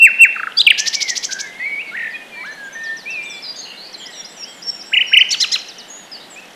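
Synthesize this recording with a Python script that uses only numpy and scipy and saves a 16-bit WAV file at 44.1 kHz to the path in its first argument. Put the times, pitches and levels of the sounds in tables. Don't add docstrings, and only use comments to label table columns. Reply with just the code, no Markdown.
import sys
import numpy as np
from scipy import signal
from scipy.fft import rfft, irfft, next_fast_len
from scipy.io import wavfile
from scipy.ndimage import uniform_filter1d, map_coordinates

SR = 44100
rng = np.random.default_rng(int(sys.argv[2]) if len(sys.argv) > 2 else 0)


def wrap_up_sound(samples):
    columns = np.atleast_2d(samples).T
    tamed = np.clip(columns, -1, 1)
    steps = np.round(tamed * 32767).astype(np.int16)
    wavfile.write(sys.argv[1], SR, steps)


N = 288855


def amp(db):
    return 10 ** (np.asarray(db) / 20)


def along(points, hz):
    f, v = np.transpose(points)
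    return np.interp(np.log(hz + 1), np.log(f), v)


def filtered(x, response):
    m = next_fast_len(N + 8192)
    spectrum = rfft(x, m) * response(np.fft.rfftfreq(m, 1 / SR))
    return irfft(spectrum, m)[:N]


def wobble(size, knots_per_s):
    knot_rng = np.random.default_rng(rng.integers(1 << 30))
    knots = knot_rng.standard_normal(int(size * knots_per_s / SR) + 4)
    return map_coordinates(knots, [np.arange(size) * knots_per_s / SR])


def phase(hz):
    return 2 * np.pi * np.cumsum(hz) / SR


def gate(size, edge_s):
    i = np.arange(size)
    ramp = np.minimum(i, i[::-1]) / (edge_s * SR)
    return np.sin(np.pi / 2 * np.minimum(ramp, 1)) ** 2


def add(track, start_s, sound):
    i = round(start_s * SR)
    part = sound[max(-i, 0):max(N - i, 0)]
    track[max(i, 0):max(i, 0) + len(part)] += part


def progress(length_s):
    return np.linspace(0, 1, int(length_s * SR))


def gesture(syllable, pitch, stretch):
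    s, hz, db = np.transpose(syllable)
    s = np.sort(s) * stretch
    place = [np.interp(np.arange(s[0], s[-1], 1 / SR), s, np.arange(len(s)))]
    hz, db = (map_coordinates(v, place, mode="nearest") for v in (hz, db))
    return s[0], hz * pitch, amp(db) * gate(len(hz), 0.0016)


def glide(length_s, start_hz, middle_hz, end_hz, db, swell_db):
    u = np.linspace(-1, 1, int(length_s * SR))
    slope = (end_hz - start_hz) / 2
    curve = (start_hz + end_hz) / 2 - middle_hz
    hz = middle_hz + u * slope + u * u * curve
    flutter_db = 1.9 * wobble(len(u), 65.5)
    return hz, amp(db + swell_db * u / 2 + flutter_db) * gate(len(u), 0.0075)


FAR_ATTACK_S, FAR_RELEASE_S, FLUTTER_DB = 0.0074, 0.0057, 1.1


def far_note(hz, db, swell_db=0, rough=0):
    t = np.arange(len(hz)) / SR
    ramp = np.clip(np.minimum(t / FAR_ATTACK_S, t[::-1] / FAR_RELEASE_S), 0, 1)
    edges = np.sin(np.pi / 2 * ramp) ** 2
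    level_db = db + swell_db * (t / t[-1] - .5) + FLUTTER_DB * wobble(len(t), 73)
    shaken_hz = hz * (1 + rough * wobble(len(t), 648))
    return amp(level_db) * edges * np.sin(phase(shaken_hz))


# f/Hz, relative level/dB
HISS_SPECTRUM = [(25, -10), (50, -23.5), (100, -21.5), (135, -7.5), (190, 0.5), (300, -1), (750, 0.5),
                 (1200, -6), (1900, -1.5), (2400, -8.5), (3100, -3.5), (4900, -14.5), (12000, -22),
                 (14500, -32)]


def hiss(rms_db=-41.5):
    air = filtered(rng.standard_normal(N), lambda hz: amp(along(HISS_SPECTRUM, hz)))
    return air / air.std() * amp(rms_db)


# t/s, level/dB
CHATTER = [(0, -55), (1.3, -50), (2.3, -50), (3.2, -47), (4.1, -49.5), (4.7, -52), (5.7, -48.5), (6.5, -64)]


def chorus(count=140, centre_hz=3200, spread=0.42, slide=0.11, scatter_db=2):
    out = np.zeros(N)
    draws = rng.standard_normal((count, 6))
    for i, (when, pitch, first, last, life, level) in enumerate(draws):
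        middle_hz = centre_hz * np.exp(spread * np.tanh(pitch))
        start_hz, end_hz = middle_hz * np.exp(slide * first), middle_hz * np.exp(slide * last)
        length_s = 0.069 * np.exp(0.27 * life)
        s = (i + when) / count * N / SR
        db = np.interp(s, *np.transpose(CHATTER)) + scatter_db * level
        hz, gain = glide(length_s, start_hz, middle_hz, end_hz, db, 0)
        add(out, s, gain * np.sin(phase(hz)))
    return out


# t/s from the note's time, f/Hz, level/dB
WHISTLE = [(-.012, 2656, -18.5), (0, 2749, -12), (0.014, 2675, -4), (0.027, 2719, 2), (.037, 2722, 2),
           (0.051, 2658, 3.5), (0.061, 2382, 0), (0.07, 2010, -5.5), (0.082, 1603, -15), (0.096, 1476, -23)]
TOCK = [(0, 2040, 1.5), (.003, 1610, -1), (.008, 1353, -3.5), (0.018, 1184, -19)]
CHIP = [(0, 3600, -11), (.004, 3090, -1.5), (.009, 2740, 0.5), (.016, 2340, -3.5), (0.019, 2346, -6),
        (0.027, 2430, -16)]
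CHOP = [(0, 3750, -13.5), (.004, 3090, -1), (.008, 2685, -0.5), (0.012, 2180, -6), (0.017, 1830, -15.5),
        (.024, 1600, -22)]
TRILL = [(0, 1592, -25.5), (.011, 1880, -14.5), (.024, 2992, -0.5), (.041, 2026, -10), (.058, 3028, 1.5),
         (.077, 1930, -12), (.097, 3092, -1), (0.112, 1940, -15.5)]
# t/s, syllable, pitch/ratio, length/ratio, level/dB
CLEAR = [(0, WHISTLE, 1, 1.004, -0.5), (.195, WHISTLE, 1, 0.81, 0), (0.36, TOCK, .98, 1.1, -18),
         (0.396, TOCK, 0.98, 1.04, -15.5), (.431, TOCK, 1.01, 0.91, -13), (.470, TOCK, 0.99, 0.84, -13),
         (.521, TOCK, 2.1, 0.3, -21.5), (.665, CHIP, 1, 1.04, 0.74), (.701, CHOP, 1, 1.01, 1.5),
         (4.918, TRILL, 0.98, 1.007, -5), (5.117, TRILL, 1, 1.02, -0.5)]


def clear_notes(second_db=-41, third_db=-50, waver=0.0025):
    out = np.zeros(N)
    for s, syllable, pitch, stretch, db in CLEAR:
        lead_s, hz, gain = gesture(syllable, pitch, stretch)
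        p = phase(hz * (1 + waver * wobble(len(hz), 300)))
        tone = np.sin(p) + amp(second_db) * np.sin(2 * p) + amp(third_db) * np.sin(3 * p)
        add(out, s + lead_s, amp(db) * gain * tone)
    return out


# f/Hz, t60/s
TREE_DECAY = [(1200, 0.71), (2700, 0.62), (5500, 0.46), (10000, 0.43)]


def trees(x, gap_s=0.00087, build_s=0.0009, echoes_per_s=350, wash=0.047):
    echoes = rng.random(SR) < echoes_per_s / SR
    scatter = rng.standard_normal(SR) * (wash + echoes)
    hz, t, z = signal.stft(scatter, SR, nperseg=256)
    decay = amp(-60 * t / along(TREE_DECAY, hz)[:, None])
    tail = signal.istft(z * decay, SR, nperseg=256)[1]
    since_gap_s = np.maximum(np.arange(len(tail)) / SR - gap_s, 0)
    tail = tail * (1 - np.exp(-since_gap_s / build_s))
    return signal.fftconvolve(x, tail / np.linalg.norm(tail))[:N]


# f/Hz, relative level/dB
TURBULENCE = [(1200, -16.5), (3000, -17), (6000, 1), (8500, -11.5), (12000, -14), (15000, -25)]


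def turbulence(voice, db):
    air = filtered(rng.standard_normal(N), lambda hz: amp(along(TURBULENCE, hz)))
    strength = uniform_filter1d(np.abs(voice), size=40)
    return amp(db) * air / air.std() * strength


# t/s, f/Hz, level/dB
SQUEAK = [(0, 3900, -43), (.007, 4700, -16.5), (0.014, 4740, -9), (0.021, 4920, -6.5), (.028, 5020, -5.5)]
HOOK = [(0, 3550, -22.5), (.01, 3440, -18.5), (0.021, 3585, -11), (.029, 3780, -7), (.036, 4100, -3),
        (0.042, 4330, -9.5), (.044, 3460, -3), (0.049, 2670, -25)]


def squeak(square=0.039, cube=0.21, air_db=-28):
    pair = np.zeros(N)
    for s, syllable in ((.565, SQUEAK), (.574, HOOK)):
        _, hz, gain = gesture(syllable, 0.97, 0.95)
        add(pair, s, gain * np.sin(phase(hz)))
    distortion = square * pair ** 2 + cube * pair ** 3
    tilt = [(1000, -60), (5500, 9), (8000, 13.5), (14000, -14)]  # f/Hz, gain/dB
    extra = filtered(distortion, lambda hz: amp(along(tilt, hz)))
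    return pair + extra + turbulence(pair, air_db)


# t/s, f/Hz, level/dB
RISE = [(1.595, 1911, -26), (1.651, 2153, -21.5), (1.683, 2270, -25), (1.789, 2285, -22.5),
        (1.815, 2760, -25.5), (1.825, 2720, -23)]
SCOOP = [(1.912, 1370, -37), (1.938, 1494, -31.5), (1.963, 1920, -19.5)]
SWOOP = [(2.432, 1080, -37), (2.452, 1493, -32), (2.48, 1710, -31), (2.535, 1795, -32)]
CREST = [(3.052, 2370, -38), (3.066, 2359, -27.5), (3.112, 2700, -26.5), (3.18, 2421, -25.5),
         (3.248, 2375, -29), (3.384, 2357, -38), (3.39, 2375, -32)]
# t/s, length/s, start f/Hz, end f/Hz, level/dB
FLUTES = [(0.769, 0.11, 1660, 1850, -28), (1.40, .095, 2300, 2010, -34), (1.49, 0.2, 2020, 2290, -33.5),
          (1.596, 0.059, 2510, 2560, -34.5), (1.826, 0.091, 2260, 2176, -30.5),
          (2.08, 0.099, 2100, 1763, -34.5), (2.135, 0.033, 2425, 2520, -24.5),
          (2.318, 0.12, 2420, 2266, -30.5), (2.35, .098, 1774, 2086, -33), (2.362, .075, 935, 1050, -43),
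          (2.573, 0.12, 1688, 1582, -29.5), (2.748, 0.16, 1820, 1802, -21.5),
          (4.05, 0.067, 2036, 1880, -39.5)]
# t/s, length/s, start f/Hz, end f/Hz, level/dB, flick height/share of pitch, flick rate/Hz
WARBLES = [(0.95, 0.19, 2270, 1798, -23.5, 0.073, 35.3), (1.284, 0.19, 1500, 1648, -27, .15, 73),
           (1.959, .125, 1846, 1690, -20, .6, 39.5)]
FLUTE_SWELL_DB, WARBLE_SWELL_DB = 6.5, 0.5
FLICK_S, FLICK_DIP_DB = 0.0028, 7.5


def fluty_bird(drawn_db=3, waver=0.005, rough=0.0025):
    out = np.zeros(N)
    for note in (RISE, SCOOP, SWOOP, CREST):
        s, hz, gain = gesture(note, 1, 1)
        tone = np.sin(phase(hz * (1 + waver * wobble(len(hz), 145.7))))
        add(out, s, amp(drawn_db) * gain * gate(len(hz), FAR_ATTACK_S) * tone)
    for s, length_s, start_hz, end_hz, db in FLUTES:
        hz = start_hz + (end_hz - start_hz) * progress(length_s)
        add(out, s, far_note(hz, db, FLUTE_SWELL_DB, rough))
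    for s, length_s, start_hz, end_hz, db, height, rate_hz in WARBLES:
        u = progress(length_s)
        from_peak_s = np.abs(u * length_s * rate_hz % 1 - .5) / rate_hz
        flicks = np.exp(-from_peak_s / FLICK_S)
        hz = (start_hz + (end_hz - start_hz) * u ** 2) * (1 + height * flicks)
        add(out, s, far_note(hz, db - FLICK_DIP_DB * flicks, WARBLE_SWELL_DB, rough))
    return out


def tree_line(x, delay_s=0.11):
    out = np.zeros(N)
    add(out, delay_s, x)
    return out


# t/s from the loudest instant, f/Hz, level/dB
UPSWEEP = [(-.02, 1900, -18), (-.012, 2350, -21.5), (-.006, 3050, -14.5), (-.003, 4050, -11),
           (0, 5400, -0.5), (.002, 6060, -9.5), (.004, 7150, -20), (.008, 7600, -29.5)]
RASP = [(-.027, 3450, -3), (-.02, 4050, -6.5), (-.012, 4650, -3.5), (-.006, 5350, -2.5),
        (-.003, 5700, -5.5), (-.001, 5900, -24)]
# t/s of the loudest instant, pitch/ratio, level/dB
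ZIPS = [(.803, 1.09, -5), (0.8843, 1.02, -5), (.954, 1.02, -5.5), (1.029, 1.02, -6), (1.1043, 1.07, -7),
        (1.1791, 1.054, -8.5), (1.2529, 1.106, -9), (1.3334, 1.11, -11), (1.4133, 1.115, -13)]
RASP_DB = -1.1


def zips(buzz_hz=600, jitter=0.087, bend_rad=1.68, rough=0.021, rasp_air_db=-12, sweep_air_db=-22):
    sweeps, rasps = np.zeros(N), np.zeros(N)
    for s, pitch, db in ZIPS:
        lead_s, hz, gain = gesture(UPSWEEP, pitch, 0.99)
        add(sweeps, s + lead_s, amp(db) * gain * np.sin(phase(hz)))
        lead_s, hz, gain = gesture(RASP, pitch, 1)
        buzz = phase(buzz_hz * pitch * (1 + jitter * wobble(len(hz), 565)))
        p = phase(hz * (1 + rough * wobble(len(hz), 1500))) + bend_rad * np.cos(buzz)
        swell = 1 - np.exp(-np.arange(len(hz)) / (.004 * SR))
        pulses = np.exp(.7 * (np.cos(buzz) - 1))
        add(rasps, s + lead_s, amp(db + RASP_DB) * gain * swell * pulses * np.sin(p))
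    return sweeps + rasps + turbulence(rasps, rasp_air_db) + turbulence(sweeps, sweep_air_db)


# t/s, length/s, start f/Hz, end f/Hz, level/dB
SLURS = [(2.105, 0.064, 5200, 3700, -46), (2.455, .05, 6900, 4100, -47.5),
         (2.831, 0.071, 6300, 3920, -38.5), (2.965, 0.077, 6300, 3820, -37.5), (3.1, 0.07, 6350, 3860, -37),
         (3.295, 0.069, 6100, 4780, -37.5), (3.926, .03, 6400, 4400, -36), (5.182, .036, 6700, 4150, -29),
         (5.286, 0.033, 6800, 4410, -30.5), (5.386, 0.037, 6700, 4295, -31), (5.485, .032, 6700, 4300, -36),
         (5.582, 0.061, 6700, 3520, -37.5), (5.681, 0.047, 6700, 3400, -33), (5.78, 0.046, 6700, 3500, -33)]
SLUR_STEEPNESS, SLUR_FADE_DB = 1.4, 11


def slurs(rough=.011):
    out = np.zeros(N)
    for s, length_s, start_hz, end_hz, db in SLURS:
        drop = 1 - np.exp(-SLUR_STEEPNESS * progress(length_s))
        hz = start_hz + (end_hz - start_hz) * drop / drop[-1]
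        add(out, s, far_note(hz, db, -SLUR_FADE_DB, rough))
    return out


# t/s, length/s, start f/Hz, end f/Hz, mid-note bow/share of pitch, level/dB
CHIRPS = [(2.149, 0.035, 3340, 3250, 0, -35), (2.444, .045, 2500, 4790, -.12, -42),
          (2.514, 0.03, 6770, 6800, -.13, -41.5), (2.63, .052, 7400, 7450, -.1, -48),
          (3.208, .06, 4000, 6840, .04, -44), (3.225, 0.16, 7800, 7460, 0.018, -45.5),
          (3.251, .15, 3650, 3470, -0.016, -35.5), (3.557, .03, 5900, 6650, 0.073, -35),
          (3.582, 0.034, 6540, 6900, -0.047, -28.5), (3.938, 0.022, 4420, 4000, -0.021, -25.5),
          (3.974, 0.079, 7600, 6550, .02, -41), (4.418, 0.12, 2500, 3100, 0.14, -39),
          (5.879, .03, 7460, 6600, .01, -41), (6.113, 0.056, 5290, 4320, -0.0069, -29),
          (6.298, 0.058, 7950, 7080, 0.00031, -39.5), (6.357, 0.047, 2310, 2670, .03, -34)]


def chirps(rough=0.012):
    out = np.zeros(N)
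    for s, length_s, start_hz, end_hz, bow, db in CHIRPS:
        u = progress(length_s)
        hz = (start_hz + (end_hz - start_hz) * u) * (1 + bow * np.sin(np.pi * u))
        add(out, s, far_note(hz, db, 0, rough))
    return out


# t/s, length/s, start f/Hz, held f/Hz, level/dB, swell/dB
HOLDS = [(2.724, 0.052, 6270, 6070, -37, -4), (3.42, 0.097, 5750, 4825, -28, 6),
         (4.136, 0.077, 6360, 5610, -35, 20), (4.364, 0.086, 6200, 5560, -32, 18),
         (4.612, 0.095, 6050, 5460, -27.5, 33), (4.855, .04, 5520, 5480, -34, 5),
         (5.063, 0.072, 5740, 5530, -30, 8), (5.898, .165, 6400, 6750, -37, -15)]
SETTLE_S = .014


def holds(rough=0.0047):
    out = np.zeros(N)
    for s, length_s, start_hz, held_hz, db, swell_db in HOLDS:
        settling = np.exp(-progress(length_s) * length_s / SETTLE_S)
        hz = held_hz + (start_hz - held_hz) * settling
        add(out, s, far_note(hz, db, swell_db, rough))
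    return out


# t/s, length/s, start f/Hz, end f/Hz, level/dB
HOARSE = [(3.435, 0.052, 4420, 3900, -31.5), (3.554, 0.059, 4660, 4570, -32.5),
          (3.612, 0.047, 4280, 4270, -30.5), (3.649, 0.097, 2940, 2780, -36.5),
          (3.77, 0.11, 3970, 4780, -34), (3.996, .055, 3220, 3130, -33), (4.122, 0.1, 4050, 3370, -37.5),
          (6.138, 0.054, 3000, 2890, -43), (6.196, .05, 3650, 4300, -40.5)]


def hoarse_notes(rough=0.0486):
    out = np.zeros(N)
    for s, length_s, start_hz, end_hz, db in HOARSE:
        hz = start_hz + (end_hz - start_hz) * progress(length_s)
        add(out, s, far_note(hz, db, 0, rough))
    return out


# t/s, f/Hz, level/dB
FLICK = [(0, 4580, -44), (.005, 4850, -32.5), (.012, 5180, -28.5), (0.02, 5800, -31), (.023, 6200, -37)]
ARCH = [(0, 7540, -45), (.04, 7750, -44), (.085, 7300, -47), (.13, 6980, -43.5)]
SEESAW_START_S, SEESAW_PERIOD_S, ARCH_AFTER_S = 4.0532, .1885, 0.048


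def seesaw(count=5, rough=.007):
    out = np.zeros(N)
    for s in SEESAW_START_S + SEESAW_PERIOD_S * np.arange(count):
        for after_s, syllable in ((0, FLICK), (ARCH_AFTER_S, ARCH)):
            _, hz, gain = gesture(syllable, 1, 0.97)
            shaken_hz = hz * (1 + rough * wobble(len(hz), 650))
            add(out, s + after_s, gain * np.sin(phase(shaken_hz)))
    return out


def thin_song():
    pure = slurs() + holds() + chirps() + seesaw()
    hoarse = hoarse_notes()
    return pure + amp(-7.5) * trees(pure) + hoarse + amp(-3) * trees(hoarse)


# t/s, f/Hz, level/dB
HARSH_LOW = [(0, 1790, -23), (.011, 1920, -13.5), (.021, 2070, -7.5), (.027, 2130, 1.5), (.033, 2003, -1),
             (.039, 1800, -6.5), (.046, 1455, -2.5), (.055, 1160, -13)]
HARSH_HIGH = [(0, 3080, -9), (.006, 3170, -3.5), (.013, 3400, -1.5), (.019, 3620, -3.5), (.025, 3760, -12)]
# t/s, pitch/ratio, length/ratio, level/dB
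HARSH = [(5.305, 1.063, 0.91, -11), (5.400, 0.98, 0.98, -9), (5.516, .985, 0.95, -10.5)]
# multiple of f, level/dB
LOW_OVERTONES = [(1, -17), (3, -17), (4, -38), (5, -36), (6, -33.5)]
# multiple of low f, multiple of high f, level/dB
MIXING = [(1, 1, -0.5), (2, 1, -37), (0, 1, -11.5), (0, 2, -9), (1, 2, -27), (3, 1, -29)]


def harsh_notes(rough=0.01, high_rough=.022, shimmer=0.31):
    out = np.zeros(N)
    for s, pitch, stretch, db in HARSH:
        _, hz, gain = gesture(HARSH_LOW, pitch, stretch)
        low = phase(hz * (1 + rough * wobble(len(hz), 1240)))
        overtones = sum(amp(level_db) * np.sin(round(k) * low) for k, level_db in LOW_OVERTONES)
        add(out, s, amp(db) * (gain * np.sin(2 * low) + np.sqrt(gain) * overtones))
        _, hz, gain = gesture(HARSH_HIGH, pitch, stretch)
        high = phase(hz * (1 + high_rough * wobble(len(hz), 1600)))
        low = low[:len(high)]
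        tones = sum(amp(level_db) * np.sin(round(j) * low + round(k) * high)
                    for j, k, level_db in MIXING)
        unsteady = 1 + shimmer * wobble(len(hz), 2500)
        add(out, s, amp(db) * gain * gate(len(hz), 0.0011) * unsteady * tones)
    return out


def ticks(start_s=6.368, gap_s=.0267, db=-44):
    out = np.zeros(N)
    for s in np.arange(start_s, N / SR, gap_s):
        hz, gain = glide(0.016, 6950, 5700, 4100, db, 0)
        add(out, s, gain * np.sin(phase(hz)))
    return out


def scene():
    harsh = harsh_notes()
    clear = clear_notes() + squeak()
    raspy = zips() + harsh + turbulence(harsh, db=-23)
    near = clear + raspy + amp(-13.5) * trees(clear) + amp(-11) * trees(raspy)
    fluty, deep = fluty_bird(), chorus()
    fluty_echo = amp(-20.5) * tree_line(fluty) + amp(-8.5) * trees(fluty)
    far = fluty + fluty_echo + thin_song() + ticks()
    return (near + far + deep + amp(-2) * trees(deep) + hiss())[None]


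def record(dry, ceiling=0.99, top_hz=15400):
    clipped = np.clip(dry[0], -ceiling, ceiling)
    return filtered(clipped, lambda hz: hz < top_hz)[None]


dry = scene()
out = record(dry)
wrap_up_sound(out)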